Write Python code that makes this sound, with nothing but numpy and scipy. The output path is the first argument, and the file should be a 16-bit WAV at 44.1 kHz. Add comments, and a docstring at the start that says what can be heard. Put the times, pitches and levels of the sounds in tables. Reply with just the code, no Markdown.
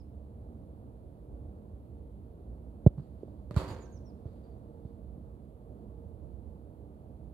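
"""Wind rumbles on a camera low on a grass pitch, over a distant rush and the hum and whine of machinery.
A football is kicked: it flexes with a thump, its skin slaps, and the edge of the pitch throws it back.
A boot knocks on the turf, then the ball hits a wire fence, drops and bounces. The steel frame clanks,
the wire crossings rattle and the taut wires ring on, while a small bird whistles four falling notes."""
import sys
import numpy as np
from scipy import signal
from scipy.fft import rfft, irfft
from scipy.io import wavfile

SR = 44100
rng = np.random.default_rng(int(sys.argv[2]) if len(sys.argv) > 2 else 0)


def log_audio(samples):
    """Write samples as a 16-bit WAV file to the path given in sys.argv[1]."""
    # one column per channel
    frames = np.atleast_2d(samples).T
    # limit to full scale, then quantise
    limited = np.clip(frames, -1, 1)
    pcm = np.round(limited * 32767).astype(np.int16)
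    wavfile.write(sys.argv[1], SR, pcm)


N = 323253
T = np.arange(N) / SR
HZ = np.fft.rfftfreq(N, 1 / SR)
PAN = np.array([[.5], [-.5]])  # splits a pan_db, left minus right, between the channels

# gusts on the microphone ports: start_s, level_db, length_s, pan_db
WIND_GUSTS = [(0, -52.5, 1.45, 3.5), (1.196, -50, 2.4, 0.5), (3.315, -54, 1.2, 2.5), (6.02, -56, 0.72, -23)]
# tone of the wind rumble: freq_hz, gain_db
WIND_EQ = [(22, -49), (32, -25.5), (45, -8), (60, 4), (85, -2), (120, -9), (200, -37.5), (400, -83.5)]
# tone of the distant rush: freq_hz, gain_db
RUSH_EQ = [(50, -26), (90, -13.5), (125, 3.5), (160, -1.5), (210, 2.5), (270, -4), (320, -4), (420, -8),
           (500, -8.5), (620, -10), (800, -18), (1150, -28), (1600, -38.5), (2400, -57)]
# stereo image of the rush: freq_hz, correlation
RUSH_IMAGE = [(60, 0.86), (130, 0.99), (290, 0.94), (640, 1), (1400, 0.49), (2400, 0.061)]
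# drone of far-off machinery: pitch_hz, width_hz, level_db
HUM_BANDS = [(63.5, 4.4, -63), (299.6, 9.9, -66.5)]
# partials of the machine's whine: pitch_hz, gain_db
WHINE_PARTIALS = [(463, 2), (862, -14)]
# the air carries the whine over: peak_s, level_db, half_length_s
SWELLS = [(0.203, -69.5, 0.13), (1.47, -66.5, 0.15), (1.992, -67, 0.073), (4.203, -66, 0.62),
          (4.775, -63.5, 0.14), (5.883, -64, 0.28), (6.545, -70, 0.16)]
# balance of the two microphone ports: freq_hz, pan_db
PORT_PAN = [(60, -3), (110, -3.5), (200, -5), (700, -5), (1290, -7.5), (2380, -3.5), (4400, 2.45),
            (8000, -4), (14000, 2.83)]
# the tail of one bird note, then the four-note call: start_s, base_pitch_hz, slide_depth, bend, level_db
BIRD_NOTES = [(-.04, 6170, .27, 2, -76.5), (3.686, 7450, .19, 1, -69.5), (3.803, 7330, .25, 1.2, -71),
              (3.919, 7000, .28, 1.6, -71.5), (4.047, 6300, .28, 3.6, -75.5)]
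# the ball on boot, fence and turf: start_s, level_db, contact_s, slap_db, scuff_db, crack_db
BALL_HITS = [(2.8635, .3, .00852, -5.5, -54, -47), (3.5098, -26, .0084, -7, -37, -29),
             (3.5638, -8.3, .0096, -16, -35, -38), (3.7064, -24, 0.0095, -25, -36, -34),
             (4.2552, -24.5, 0.01, -9.5, -41, -46), (4.8495, -28.5, .008, -13, -50, -50),
             (5.178, -33, .0062, -13, -50, -50)]
# tone of the ball's scuff: freq_hz, gain_db
SCUFF_EQ = [(300, 20), (1200, 8.5), (2500, -13), (4400, -2), (5500, -24), (9000, -12), (15000, -27)]
# tone of the skin's crack at first touch: freq_hz, gain_db
CRACK_EQ = [(600, 11.5), (1500, -3), (2600, -3.5), (4300, -8.5), (5400, -20), (12000, -18)]
# the kick returning from the edge of the pitch: delay_s, gain_db
KICK_ECHOES = [(0.1178, -20), (0.1329, -24)]
# tone of those echoes: freq_hz, gain_db
ECHO_EQ = [(50, -28), (100, -11), (155, 2), (260, -12), (600, -12.5), (1300, 11), (5000, -5)]
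# three tiny ticks during the kick, then sharp snaps at the fence hits: start_s, level_db, fade_s
TICK_BURSTS = [(2.8683, -52, .0005), (2.8734, -54, .0007), (2.8763, -54, .0005), (3.51, -53, .0012),
               (3.5642, -43, .0012), (3.573, -45, .0012), (3.709, -55, .002)]
# tone of the ticks: freq_hz, gain_db
TICK_EQ = [(2000, -22.5), (4400, 8), (5600, -5), (8000, -2), (11500, -7.5), (15000, -16)]
# faint crackly rustles, the first with the kick's echo: start_s, level_db, fade_s
RUSTLE_BURSTS = [(2.975, -74.5, 0.14), (3.2, -85, 1), (3.85, -84, 0.66), (4.26, -79, 0.22),
                 (4.435, -82, 0.04), (4.85, -82, 0.075)]
# tone of the rustles: freq_hz, gain_db
RUSTLE_EQ = [(500, 1.5), (1200, 3.5), (2200, -7), (3500, -6.5), (4600, -3.5), (5400, -17), (7500, -13.5),
             (14000, -25)]
# a boot on the turf: start_s, level_db, pitch_hz
BOOT_KNOCKS = [(3.2318, -30, 380), (3.2803, -45, 533)]
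# jolts of the fence: start_s, rattle_db, fade_s, jingle_db
FENCE_JOLTS = [(3.5099, -35, 0.002, -62), (3.515, -49, 0.03, -66), (3.5425, -39.5, 0.0051, -64),
               (3.555, -44, 0.0083, -67), (3.5622, -36, 0.004, -52), (3.5645, -35.5, 0.17, -60),
               (3.5728, -41, 0.0074, -48), (3.578, -50, .04, -49), (3.68, -54, .04, -58),
               (3.698, -48.5, .065, -75)]
# tone of the mesh rattle: freq_hz, gain_db
RATTLE_EQ = [(35, -43), (60, -1), (91, -1), (298, -13), (327, -18.5), (376, -9), (443, -14), (521, -18),
             (931, -20), (1200, -26), (1500, -26.5), (3840, -38), (4630, -37), (5320, -43), (7030, -45),
             (15500, -57)]
# stereo image of the rattle: freq_hz, correlation
RATTLE_IMAGE = [(130, 0.95), (640, 1), (1400, 0.71), (3100, 0), (7000, 0)]
# tone of the jingling wire crossings: freq_hz, gain_db
JINGLE_EQ = [(1500, -12), (3500, 4.5), (4500, 8), (5500, -11), (7000, -1), (8500, -7), (11500, -6),
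             (13500, -21)]
# the ball drives the mesh against its frame: start_s, level_db
FRAME_HITS = [(3.51, -46), (3.5642, -40), (3.5728, -36), (3.601, -45), (3.648, -48), (3.7095, -48)]
# resonances of the steel frame: pitch_hz, gain_db, t60_s
FRAME_MODES = [(592, -5, .06), (1020, -2, .035), (1190, -1, .04), (1310, -9, .03), (1930, -15, .04),
               (4060, -18, .04), (4370, -13, .04), (4640, -17, .05)]
# the ball presses into the mesh, which then swings back: start_s, level_db
MESH_PUSHES = [(3.5635, -40), (3.695, -58)]
# resonances of the taut wires: pitch_hz, gain_db, t60_s
WIRE_MODES = [(296, 6, .3), (372, 0, .7), (383, -7, .7), (497, -9, 1.1), (533, 1, .5), (605, -7, .5),
              (635, -6, .45), (670, -8, .6), (694, -9, .5), (882, -14, .8), (912, -13, .7), (957, -10, .7),
              (1066, -12, .7), (1102, -10, .6), (1168, -10, .5), (1204, -10, .5), (1296, -13.5, .5),
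              (1329, -13, .5), (1565, -19, .8), (1647, -20, .7), (1782, -21, .6), (1950, -16, .45),
              (2026, -20.5, .5), (2230, -19, .4), (2342, -23, .5), (2573, -20, .35), (2859, -25, .45),
              (3214, -26, .45), (3601, -25, .4), (4126, -21, .35), (4177, -22, .35), (4447, -23, .35),
              (4597, -21, .4)]
# loose wires as the fence settles: start_s, level_db, pitch_hz, width_hz, fade_s
WIRE_CLINKS = [(3.678, -60.5, 4710, 110, .035), (3.702, -51, 900, 40, .04), (3.762, -71, 4300, 120, .012),
               (3.765, -78, 4680, 110, .06), (3.801, -47, 382, 120, .01), (3.858, -72, 1572, 24, .065),
               (3.975, -83, 1572, 24, .05), (4.318, -89, 4480, 420, .04), (4.438, -82, 4660, 300, 0.03),
               (4.51, -86, 4520, 250, 0.031)]
# tone of the camera's hiss: freq_hz, gain_db
HISS_EQ = [(1200, -0.5), (2000, 3), (4400, 0.5), (5400, -11), (7000, -6.5), (10000, -0.5), (12600, 0.5),
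           (13200, -18), (15500, -7)]


def undb(db):
    """Decibels to amplitude."""
    return 10 ** (np.asarray(db) / 20)


def unit(x):
    """Scale to rms 1."""
    return x / np.sqrt(np.mean(x ** 2))


def curve(points):
    """Join (freq_hz, value) points on a log-frequency axis."""
    hz, value = np.transpose(points)
    return np.interp(np.log(HZ + 1), np.log(hz), value)


def eq(x, points):
    """Filter by a (freq_hz, gain_db) curve."""
    return irfft(rfft(x) * undb(curve(points)), N)


def spread(pair, image):
    """Blend two unrelated signals into left and right, with the image's correlation at each frequency."""
    correlation = np.clip(curve(image), -1, 1)
    mid, side = rfft(pair) * np.sqrt([1 + correlation, 1 - correlation])
    return irfft(np.array([mid + side, mid - side]), N) / 2


def drift(rate_hz):
    """Smooth random modulation, rms 1."""
    return unit(irfft(rfft(rng.standard_normal(N)) * np.exp(-(HZ / rate_hz) ** 2), N))


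def noise_band(hz, width_hz):
    """Noise ringing in one narrow resonance, rms 1."""
    return unit(irfft(rfft(rng.standard_normal(N)) / (1 + (2 * (HZ - hz) / width_hz) ** 2), N))


def since(start_s):
    """Time since the start, zero before it."""
    return np.maximum(T - start_s, 0)


def swell(t, rise_s, sharp):
    """Envelope that grows to 1 at the rise time, then dies away."""
    u = t / rise_s
    return (u * np.exp(1 - u)) ** sharp


def ping(t, hz, rise_s, sharp):
    """A heavily damped vibration of a few cycles."""
    return np.sin(2 * np.pi * hz * t) * swell(t, rise_s, sharp)


def bursts(rows, hold):
    """Envelope of hard attacks; a higher hold gives each a flatter top and a steeper fade."""
    return sum(undb(db) * np.minimum(since(start) / .00064, 1) * np.exp(-(since(start) / fade) ** hold)
               for start, db, fade in rows)


def clicks(per_s, scatter_db):
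    """Two unrelated streams of tiny clicks of uneven size."""
    size = undb(scatter_db * np.minimum(rng.exponential(size=(2, N)), 4))
    polarity = rng.choice([-1, 1], (2, N))
    return unit(size * polarity * (rng.random((2, N)) < per_s / SR))


def wind(breeze_db=-52, breeze_pan_db=-8, wander_db=1.5, gust_rise_s=.034):
    """A near-steady breeze rumbles at the ports; gusts arrive quickly, hold and die away."""
    power = undb(breeze_db + .02 * T + wander_db * drift(2.8) + PAN * breeze_pan_db) ** 2
    for start, db, length, pan_db in WIND_GUSTS:
        t = since(start)
        gust = (1 - np.exp(-t / gust_rise_s)) * np.exp(-(t / length) ** 4)
        power = power + (undb(db + PAN * pan_db) * gust) ** 2
    noise = spread(rng.standard_normal((2, N)), image=[(40, .86), (100, .96)])
    return np.sqrt(power) * unit(eq(noise, WIND_EQ))


def air_lift(rest_db):
    """How many dB the whine rises above rest as the air carries it over."""
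    power = sum((undb(db - rest_db) * np.exp(-((T - peak) / half_length) ** 2 / 2)) ** 2
                for peak, db, half_length in SWELLS)
    return 10 * np.log10(1 + power)


def machinery(whine_db):
    """Far-off machinery hums, and whines at a pitch that wavers a little in the moving air."""
    warped_time = np.cumsum(1 + .0039 * drift(14.3)) / SR
    gain = undb(whine_db + 2 * drift(11))
    whine = np.sqrt(2) * sum(undb(db) * np.sin(2 * np.pi * hz * warped_time) for hz, db in WHINE_PARTIALS)
    hum = sum(undb(db) * noise_band(hz, width) for hz, width, db in HUM_BANDS)
    return gain * whine + hum


def distant_bed(rush_db=-53.5, wander_db=.77, whine_rest_db=-73, rush_follow=.084):
    """A distant rush behind the machinery, lifting slightly whenever the air carries the whine over."""
    lift_db = air_lift(whine_rest_db)
    rush = unit(eq(spread(rng.standard_normal((2, N)), RUSH_IMAGE), RUSH_EQ))
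    rush = rush * undb(rush_db + rush_follow * lift_db + wander_db * drift(4))
    left, right = ports(rush + machinery(whine_rest_db + lift_db))
    # it comes from the left, so it reaches the right port later
    return np.array([left, np.roll(right, 14)])


def ports(sound):
    """Most frequencies reach the right microphone port a little louder."""
    return irfft(rfft(sound) * undb(PAN * curve(PORT_PAN)), N)


def bird(note_s=.063, pan_db=-13, reverb_db=-4.5):
    """Thin whistles on the right hook up, slide down and drop at the end; bare trees scatter them."""
    song, waver, flutter = 0, drift(200), drift(90)
    for start, base_hz, depth, bend, db in BIRD_NOTES:
        progress = np.clip((T - start) / note_s, 0, 1)
        hook = .3 * np.exp(-progress / .05)
        slide = .57 * np.expm1(-bend * progress) / np.expm1(-bend)  # more bend levels off sooner
        drop = .55 * progress ** 8
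        hz = base_hz * (1 - depth * (hook + slide + drop)) * (1 + .007 * waver)
        envelope = undb(db + 2 * flutter) * np.abs(4 * progress * (1 - progress)) ** (1 / 3)
        song = song + envelope * np.sin(2 * np.pi * np.cumsum(hz) / SR)
    trees = rng.standard_normal((2, SR // 2)) * np.exp(-T[:SR // 2] / .059)
    trees = trees / np.sqrt(np.sum(trees[0] ** 2))
    reverb = signal.fftconvolve(song[None], trees)[:, :N]
    return song * undb(PAN * pan_db) + undb(reverb_db) * reverb


def thump(start_s, db, contact_s, slap_db, scuff_db, crack_db, scuff_noise, crack_noise):
    """The ball flattens and springs back; its skin cracks, slaps, rings and slaps again on parting."""
    t = since(start_s)
    flex = ping(t, hz=.66 / contact_s, rise_s=.714 * contact_s, sharp=9)
    meeting = ping(t, hz=198, rise_s=.0015, sharp=5.1)
    parting = undb(-14.5) * ping(since(start_s + contact_s), hz=321, rise_s=.0029, sharp=17)
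    skin = undb(-22.5) * ping(t, hz=590, rise_s=.0039, sharp=1.25)
    slap = undb(slap_db) * (skin - meeting - parting)
    # a small ball radiates little deep bass
    low_cut = signal.butter(3, 60, "high", fs=SR, output="sos")
    body = signal.sosfilt(low_cut, flex + slap + 1e-18)
    crack = undb(crack_db) * crack_noise * swell(t, rise_s=.0006, sharp=1)
    scuff = undb(scuff_db) * scuff_noise * swell(t, rise_s=.0038, sharp=.39)
    return undb(db) * (body + crack + scuff)


def ball():
    """Kick, fence hits and bounces; the pitch's edge echoes the kick, thinned of deep bass and slap."""
    scuff_noise = unit(eq(rng.standard_normal(N), SCUFF_EQ))
    crack_noise = unit(eq(rng.standard_normal(N), CRACK_EQ))
    hits = [thump(*hit, scuff_noise, crack_noise) for hit in BALL_HITS]
    far_kick = eq(hits[0], ECHO_EQ)
    return sum(hits) + sum(undb(db) * np.interp(T - delay, T, far_kick) for delay, db in KICK_ECHOES)


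def ticks():
    """Tiny bright ticks sound during the kick; sharp snaps mark the fence hits."""
    return unit(eq(rng.standard_normal((2, N)), TICK_EQ)) * bursts(TICK_BURSTS, hold=2.01)


def rustles():
    """Faint crackly rustles come with the kick's echo and after the ball's bounces."""
    return unit(eq(clicks(per_s=3500, scatter_db=3), RUSTLE_EQ)) * bursts(RUSTLE_BURSTS, hold=1.1)


def boot():
    """A boot lands on the turf with short, hollow knocks."""
    return sum(undb(db) * ping(since(start), hz, rise_s=.0021, sharp=2.2) for start, db, hz in BOOT_KNOCKS)


def fence():
    """Each jolt sets the wire crossings clicking, a low rattle and a bright jingle over ringing wires."""
    rattle_envelope = bursts([(start, db, fade) for start, db, fade, _ in FENCE_JOLTS], hold=1.46)
    jingle_envelope = bursts([(start, db, fade) for start, _, fade, db in FENCE_JOLTS], hold=1.2)
    chatter = clicks(per_s=1400, scatter_db=1.8) * rattle_envelope
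    makeup_gain = 1 / np.sqrt(np.mean(undb(curve(RATTLE_EQ)) ** 2))
    rattle = makeup_gain * eq(spread(chatter, RATTLE_IMAGE), RATTLE_EQ)
    jingle = eq(clicks(per_s=4200, scatter_db=.5) * jingle_envelope, JINGLE_EQ)
    return rattle + jingle + wire_ring()


def frame_clanks(dulling_per_octave=.83):
    """Each blow makes the steel frame clank; softer blows sound duller."""
    hardest_db = max(db for _, db in FRAME_HITS)
    clanks = 0
    for start, db in FRAME_HITS:
        t = since(start)
        tilt_db_per_octave = dulling_per_octave * (db - hardest_db)
        for hz, mode_db, t60 in FRAME_MODES:
            peak_db = db + mode_db + tilt_db_per_octave * np.log2(hz / 1000)
            clanks = clanks + undb(peak_db - 60 * t / t60) * np.sin(2 * np.pi * hz * t)
    return clanks


def wire_ring(build_s=.03, sway_db=2.5, pitch_bend=.004):
    """The ring builds at each push; every wire wavers in level and pitch as the mesh sways."""
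    first_push_s = MESH_PUSHES[0][0]
    t, ring = T[:SR], 0
    pushes = [(np.maximum(t + first_push_s - start, 0), db) for start, db in MESH_PUSHES]
    for hz, mode_db, t60 in WIRE_MODES:
        envelope = sum(undb(db - 60 * age / t60) * (1 - np.exp(-age / build_s)) for age, db in pushes)
        sway, strain = (np.interp(t, np.linspace(0, 1, 40), rng.standard_normal(40)) for _ in range(2))
        cycles = hz * np.cumsum(1 + pitch_bend * strain) / SR
        # high wires reach the two ports out of step
        phase = rng.random() + min(hz / 1500, 1) * rng.uniform(-.25, .25, (2, 1))
        ring = ring + envelope * undb(mode_db + sway_db * sway) * np.sin(2 * np.pi * (cycles + phase))
    return np.array([np.interp(T - first_push_s, t, side, left=0, right=0) for side in ring])


def clinks():
    """Loose wires buzz briefly against their neighbours, at an unsteady pitch."""
    buzz = 0
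    for start, db, hz, width, fade in WIRE_CLINKS:
        cycles = np.cumsum(hz + width / 2 * drift(width)) / SR
        buzz = buzz + np.sqrt(2) * np.sin(2 * np.pi * cycles) * bursts([(start, db, fade)], hold=1.6)
    return buzz


def scene():
    """Wind and the distant bed, with the shot, the fence and the bird on top."""
    ambience = wind() + distant_bed()
    action = ball() + ticks() + boot() + fence() + frame_clanks() + clinks() + rustles() + bird()
    return ambience + ports(action)


def record(dry):
    """The camera adds its own faint hiss and cuts the top above 15.7 kHz."""
    hiss = undb(-82.5) * unit(eq(rng.standard_normal((2, N)), HISS_EQ))
    high_cut = signal.ellip(8, .2, 70, 15700, fs=SR, output="sos")
    return signal.sosfilt(high_cut, dry + hiss)


dry = scene()
out = record(dry)
log_audio(out)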